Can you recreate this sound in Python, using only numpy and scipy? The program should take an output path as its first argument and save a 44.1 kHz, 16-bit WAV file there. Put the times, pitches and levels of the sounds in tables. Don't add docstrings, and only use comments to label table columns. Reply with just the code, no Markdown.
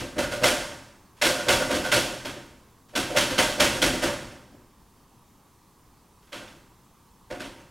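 import sys
import numpy as np
from scipy import signal
from scipy.fft import rfft, irfft, next_fast_len
from scipy.io import wavfile
from scipy.ndimage import uniform_filter1d

SR = 44100
rng = np.random.default_rng(int(sys.argv[2]) if len(sys.argv) > 2 else 0)


def voltage_ratio(decibels):
    exponent = np.asarray(decibels, float) / 20
    return 10 ** exponent


def digitize_waveform(pressure):
    field = np.atleast_2d(pressure).T
    bounded = np.clip(field, -1, 1)
    quanta = np.round(bounded * 32767).astype(np.int16)
    wavfile.write(sys.argv[1], SR, quanta)


N = 339570
STEP = 15


def unit(x):
    return x / np.sqrt(np.mean(x ** 2) + 1e-20)


def along(points, hz):
    f, value = np.transpose(points)
    return np.interp(np.log(hz + 1), np.log(f + 1), value)


def filtered(x, response):
    m = 2 * next_fast_len(N // 2 + SR // 4)
    return irfft(rfft(x, m) * response(np.fft.rfftfreq(m, 1 / SR)), m)[..., :N]


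def causal(gain):
    cepstrum = irfft(np.log(np.maximum(gain, 1e-6)))
    half = len(cepstrum) // 2
    cepstrum[1:half] *= 2
    cepstrum[half + 1:] = 0
    return np.exp(rfft(cepstrum))


# frequency in Hz, level in dB per Hz.
HUM = [(20, -8), (45, -3.5), (90, -4.5), (200, -7), (400, -12.5), (620, -20), (800, -15.5), (920, -11.5),
       (1150, -13.5), (1400, -23), (2200, -27), (6000, -28), (12000, -30.5), (15800, -33)]


def hum():
    z = signal.stft(rng.standard_normal((2, N)), nperseg=512)[2]
    patches = uniform_filter1d(rng.standard_normal(z.shape[1:]), size=4, axis=0)
    patches = uniform_filter1d(patches, size=10, axis=1)
    z = z * voltage_ratio(1.2 * unit(patches))
    pair = signal.istft(z, nperseg=512)[1][:, :N]
    return voltage_ratio(-57.5) * unit(filtered(pair, lambda hz: voltage_ratio(along(HUM, hz))))


# start in seconds, strength in dB, extra weight in dB, extra hardness in dB, pane snap pitch in Hz.
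SLAMS = [(0.181, -25, .3, -7, 1680), (0.433, -21, -5, -2.5, 2080), (1.2143, -27, -2.5, 3.5, 2080),
         (1.4828, -22, .3, -1.5, 2960), (1.705, -29, 3, -3.5, 2850), (1.9164, -28, .3, 6.5, 1420),
         (2.248, -36, 3.5, -1.5, 3300), (2.9526, -28, .3, -.3, 3390), (3.1625, -28, 5, 6, 1430),
         (3.3795, -23, 3, .3, 3070), (3.5976, -22, -1.5, .3, 2020), (3.817, -24, 4.5, .7, 3380),
         (4.03, -30, 5.5, -1.5, 3400), (6.321, -42, 3, .3, 3200), (7.3025, -33.5, -.3, -14, 1460),
         (7.3965, -41, 5, -.7, 1540)]
# start in seconds, strength in dB, extra weight in dB, extra hardness in dB if any.
PUSHES = [
    (0.161, -35, 8),
    (0.415, -27, 2.5),
    (1.465, -30, 5),
    (1.695, -24, -9, -4),
    (2.93, -45, 9),
    (3.149, -21.5, -6, -4),
    (3.58, -28, 5),
    (4.02, -28, 4, 10.5),
]
# start in seconds, strength in dB, extra weight in dB, extra hardness in dB.
REBOUNDS = [
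    (0.46, -27, -2.5, .3),
    (1.245, -24, -1.5, .3),
    (1.515, -31, -.3, 4),
    (1.94, -23.5, 1.5, -5),
    (2.98, -36, 6, .3),
    (3.62, -33, 8, 4),
    (6.35, -48, 8, 2.5),
    (1.74, -31, 4, .3),
]
# start in seconds, strength in dB, extra weight in dB, extra hardness in dB.
SWINGS = [(-0.04, -29, .3, -.3), (0.7, -47, 2.5, -5), (2.05, -35, -15, -19), (2.36, -46, 5, -6),
          (3.1, -32, -4, -6), (3.3, -32, .3, 3), (3.48, -36, -9, 3), (3.745, -35, 2.5, 2.5),
          (3.93, -34, .7, 2.5), (4.08, -39, -15, -19), (4.31, -52, 1.5, -.3), (4.52, -56, 8, -9),
          (6.41, -53, 4, 5), (7.44, -49, 5, 4)]
# start in seconds, strength in dB, extra weight and extra hardness in dB if any.
BAR_RATTLES = [
    (0.315, -30, -2.5, 2.5),
    (0.59, -36.5, -6, -4),
    (1.35, -37),
    (1.39, -33),
    (1.6, -28),
    (1.62, -33),
    (1.84, -30, -.3, 4),
]
# start in seconds, strength in dB.
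BRUSHES = [
    (1.165, -67),
    (1.19, -69),
    (2.885, -67),
    (6.22, -74),
    (6.27, -72),
    (6.48, -64),
    (7.6, -70),
]
# frame, panel, pane, firebox, thump, hollow, bar and glass, all in dB.
SLAM_WAKES = (-8, -8.3, -11, -10.3, -4, -.4, -8, -7.5)
PUSH_WAKES = (-25, -15.5, -25, -9, -11, -.1, -23, -28)
REBOUND_WAKES = (-10.5, -11, -12, -10.5, -3, -.1, -10.5, -16)
SWING_WAKES = (-15, -14, -17, -6.5, -1.5, -.1, -21, -25)
RATTLE_WAKES = (-18, -16, -19.5, -10.5, -5, .6, -6, -20.5)
BRUSH_WAKES = (-4, -3, 1.5, 9, .1, -2.5, -19, -16)
FEELS_WEIGHT = (0, 0, 0, 1, 1, 0, 0, 0)
FEELS_HARDNESS = (1, .55, .95, 0, 0, 0, .7, .95)
FEELS_FORCE = (0, -.04, .17, 0, 0, 0, 0, .3)


def contacts():
    kinds = [(SLAMS, SLAM_WAKES), (PUSHES, PUSH_WAKES), (REBOUNDS, REBOUND_WAKES), (SWINGS, SWING_WAKES),
             (BAR_RATTLES, RATTLE_WAKES), (BRUSHES, BRUSH_WAKES)]
    usual_db = -25
    times, levels = [], []
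    for table, wakes in kinds:
        for row in table:
            start, db, weight, hard = (*row, 0, 0)[:4]
            touch = weight * np.array(FEELS_WEIGHT) + hard * np.array(FEELS_HARDNESS)
            force = (db - usual_db) * np.array(FEELS_FORCE)
            times.append(start)
            levels.append(db + np.array(wakes) + touch + force)
    return np.array(times), np.transpose(levels)


def chatter(count, depth_db):
    knots = rng.standard_normal((count, 1000))
    t = np.arange(SR // STEP) * STEP / SR
    return [np.interp(t * 400, np.arange(len(k)), voltage_ratio(depth_db * k)) for k in knots]


# delay in seconds, level in dB, spread in seconds.
ECHOES = [
    (.008, -3, .007),
    (.021, -4, .015),
    (.045, -6, .03),
]


def part(times, level_db, shape, chatter, response):
    db, rise, first, room, room_db = shape
    t = np.arange(SR // STEP) * STEP / SR
    returns = 1 + sum(voltage_ratio(g) * (t > d) * np.exp(-np.abs(t - d) / w) for d, g, w in ECHOES)
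    start = ((1 - np.exp(-t / rise)) * returns) ** 2
    burst = voltage_ratio(-60 * t / first) ** 2
    tail = voltage_ratio(room_db) ** 2 * np.exp(-2 * np.log(1000) * t / room)
    lead = 200
    power = np.zeros(lead + N // STEP + 1 + len(t))
    for s, level, grain in zip(times, level_db, chatter):
        at = lead + round(s * SR / STEP)
        power[at:][:len(t)] += voltage_ratio(level + db) ** 2 * start * (burst * grain + tail)
    envelope = np.repeat(np.sqrt(power[lead:]), STEP)[:N]
    return filtered(envelope * rng.standard_normal((2, N)), response)


# frequency in Hz, width in Hz, level in dB over the broad colour.
MODES_OF_DOOR = [(37, 12, 9), (124, 11, 9), (215, 20, 1.5), (266, 14, 7), (346, 30, 6), (927, 16, 8),
                 (1570, 30, 4), (2686, 30, 5.5), (3016, 23, 4.5), (3233, 45, 3.5), (3384, 25, 5),
                 (4500, 110, 1.5), (5440, 150, 2.5), (6340, 40, 3)]
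# frequency in Hz, level in dB per Hz.
COLOUR = [(22, -14), (60, -7), (160, -7), (300, -2), (465, -7), (600, -4), (820, -6.3), (1200, -5.3),
          (2000, -5.5), (3300, -6.5), (4500, -10), (7000, -12.5), (10500, -16.5), (15800, -31)]


def door(low_hz, high_hz, share_db=0):
    f = np.fft.rfftfreq(2 ** 15, 1 / SR)
    peaks = sum(voltage_ratio(db) ** 2 / (1 + (2 * (f - c) / w) ** 2) for c, w, db in MODES_OF_DOOR)
    edges = 1 / (1 + (low_hz / (f + 1)) ** 8) / (1 + (f / high_hz) ** 8)
    gain = unit(voltage_ratio(along(COLOUR, f)) * np.sqrt((1 + peaks) * edges))
    ring = irfft(causal(gain * voltage_ratio(share_db)))
    return lambda hz: rfft(ring, 2 * (len(hz) - 1))


def ringing(modes):
    def response(f):
        r = sum((-1) ** k * voltage_ratio(db) * 1j * f * w / (c * c - f * f + 1j * f * w)
                for k, (c, w, db) in enumerate(modes))
        return r / np.sqrt(np.mean(np.abs(r) ** 2))
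    return response


def struck(times, level_db, modes, blow_db):
    blows = np.zeros(N)
    late = times > 0
    blows[np.round(times[late] * SR).astype(int)] = voltage_ratio(level_db[late] + blow_db)
    return np.array([filtered(blows, ringing(modes)), np.zeros(N)])


TAP_HZ = (1436, 2020, 2686, 3016, 3233, 3384)
SNAP_S = .008


def taps(frame_db, count):
    run_s, over_frame_db, fade_db_per_s = .09, 13, 110
    draws = rng.random((len(SLAMS), count, 3))
    out = []
    for row, db, run in zip(SLAMS, frame_db, draws):
        for late, soft, which in run:
            delay = run_s * late
            peak_db = db + over_frame_db - fade_db_per_s * delay - 8 * soft
            out.append((row[0] + SNAP_S + delay, peak_db, TAP_HZ[int(which * len(TAP_HZ))]))
    return out


# start in seconds, peak level in dB, pitch in Hz.
CLACKS = [(0.2434, -21, 1570), (0.3292, -24, 1460), (0.4364, -14, 2780), (0.4874, -12, 2240),
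          (1.2491, -12, 2790), (1.2634, -10.5, 2140), (1.2874, -16, 1440), (1.4974, -8, 2080),
          (1.6227, -18, 1450), (1.8402, -22, 1450), (2.9534, -18, 3450), (3.3803, -14, 3200),
          (3.396, -7, 2020), (1.52, -16, 1440), (3.5234, -22, 3500), (3.8182, -11, 3190),
          (4.0362, -14, 1420), (7.6, -47, 6300), (7.615, -50, 6300), (6.4792, -36, 3520)]


def clacks():
    out, t = np.zeros(N + SR), np.arange(SR // 20) / SR
    frame_db = contacts()[1][0]
    slam_snaps = [(row[0] + SNAP_S, db + 22, row[-1]) for row, db in zip(SLAMS, frame_db)]
    snaps = slam_snaps + list(CLACKS) + taps(frame_db, count=6)
    draws = rng.standard_normal((len(snaps), 2))
    for (s, db, hz), spread in zip(snaps, draws):
        neighbours = sum(np.sin(2 * np.pi * hz * ratio * t) for ratio in np.exp(.25 * spread))
        ring = np.sin(2 * np.pi * hz * t) + .6 * neighbours
        crack = 1.6 * voltage_ratio(-60 * t / .01) * uniform_filter1d(rng.standard_normal(len(t)), size=4)
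        snap = (ring * voltage_ratio(-60 * t / .04) + crack) * (1 - np.exp(-t / .0005))
        out[round(s * SR):][:len(t)] += voltage_ratio(db - 8.5) * snap
    return np.array([out[:N], np.zeros(N)])


# frequency in Hz, width in Hz, level in dB.
HOLLOW_MODES = [(515, 18, -1.5), (540, 16, -3.5), (575, 16, .3), (612, 18, -3), (717, 11, -5.5),
                (740, 16, -11)]
BAR_MODES = [(1436, 14, .3), (1458, 22, -5), (1530, 35, -6)]
GLASS_MODES = [(2020, 22, .3), (2060, 40, -6)]
# level in dB, rise in seconds, first t60 in seconds, room t60 in seconds, room in dB over first.
THUMP = (-1.5, .004, .15, .9, -5)
HOLLOW = (-1.9, .0015, .12, .72, -5.3)
BAR = (-2.5, .0015, .12, .72, -3.5)
GLASS = (-3.5, .0015, .12, .72, -6)


def rings():
    s, (*_, thump_db, hollow_db, bar_db, glass_db) = contacts()
    grain = chatter(count=len(s), depth_db=5)
    parts = [(thump_db, THUMP, door(210, 450)), (hollow_db, HOLLOW, ringing(HOLLOW_MODES)),
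             (bar_db, BAR, ringing(BAR_MODES)), (glass_db, GLASS, ringing(GLASS_MODES))]
    shaken = sum(part(s, db, shape, grain, colour) for db, shape, colour in parts)
    hollow = struck(s, hollow_db, HOLLOW_MODES, blow_db=26)
    bar = struck(s, bar_db, BAR_MODES, blow_db=28)
    glass = struck(s, glass_db, GLASS_MODES, blow_db=25)
    return shaken + hollow + bar + glass


# level in dB, rise in seconds, first t60 in seconds, room t60 in seconds, room in dB over first.
FRAME = (-.6, .001, .15, .72, 5)
PANEL = (4, .004, .15, 0.88, .3)
PANE = (.7, .002, .15, .82, 5.5)
SIZZLE = (.9, .003, .15, .7, 6)
FIREBOX = (1.3, .022, .15, 1.2, -5.5)


def knocks():
    s, (frame_db, panel_db, pane_db, box_db, *_) = contacts()
    grain = chatter(count=len(s), depth_db=8)
    parts = [(frame_db, FRAME, door(2150, 4200)), (panel_db, PANEL, door(450, 2150)),
             (pane_db, PANE, door(4200, 9500, share_db=-.8)),
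             (pane_db, SIZZLE, door(9500, 19000, share_db=-8)), (box_db, FIREBOX, door(18, 210))]
    return sum(part(s, db, shape, grain, colour) for db, shape, colour in parts)


def ports(pair, lean, apart):
    left, right = filtered(pair[0], lambda hz: voltage_ratio(np.outer([.5, -.5], along(lean, hz))))
    side = filtered(pair[1], lambda hz: voltage_ratio(along(apart, hz)))
    return np.array([left + side, right - side])


# frequency in Hz, left over right in dB.
LEAN = [(60, 0.5), (99, 0.5), (160, 2), (270, 1.0), (450, -0.5), (740, -1.5), (1220, -3), (2010, -1.5),
        (3330, -0.5), (5500, 0.0), (9080, 0.0), (15000, 0.0)]
HUM_LEAN = [(60, -0.5), (180, 2.5), (550, -0.5), (1650, -3.5), (4970, 0.0), (15000, 0.0)]
# frequency in Hz, level in dB.
APART = [(30, -27), (250, -21), (1200, -18), (2500, -28), (4000, -28), (14000, -25)]
HISS_APART = [(30, -22), (250, -16), (1000, -14), (2000, -30), (4600, -30), (5500, -7), (9000, -10.5),
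              (11000, -15), (13000, -28)]


def scene():
    background = ports(hum(), HUM_LEAN, HISS_APART)
    return background + ports(knocks() + rings() + clacks(), LEAN, APART)


def roll_off(x):
    return signal.sosfilt(signal.butter(12, 16500, fs=SR, output="sos"), x)


def record(dry):
    mix = filtered(dry, lambda hz: hz < 15950)
    return roll_off(mix)


dry = scene()
out = record(dry)
digitize_waveform(out)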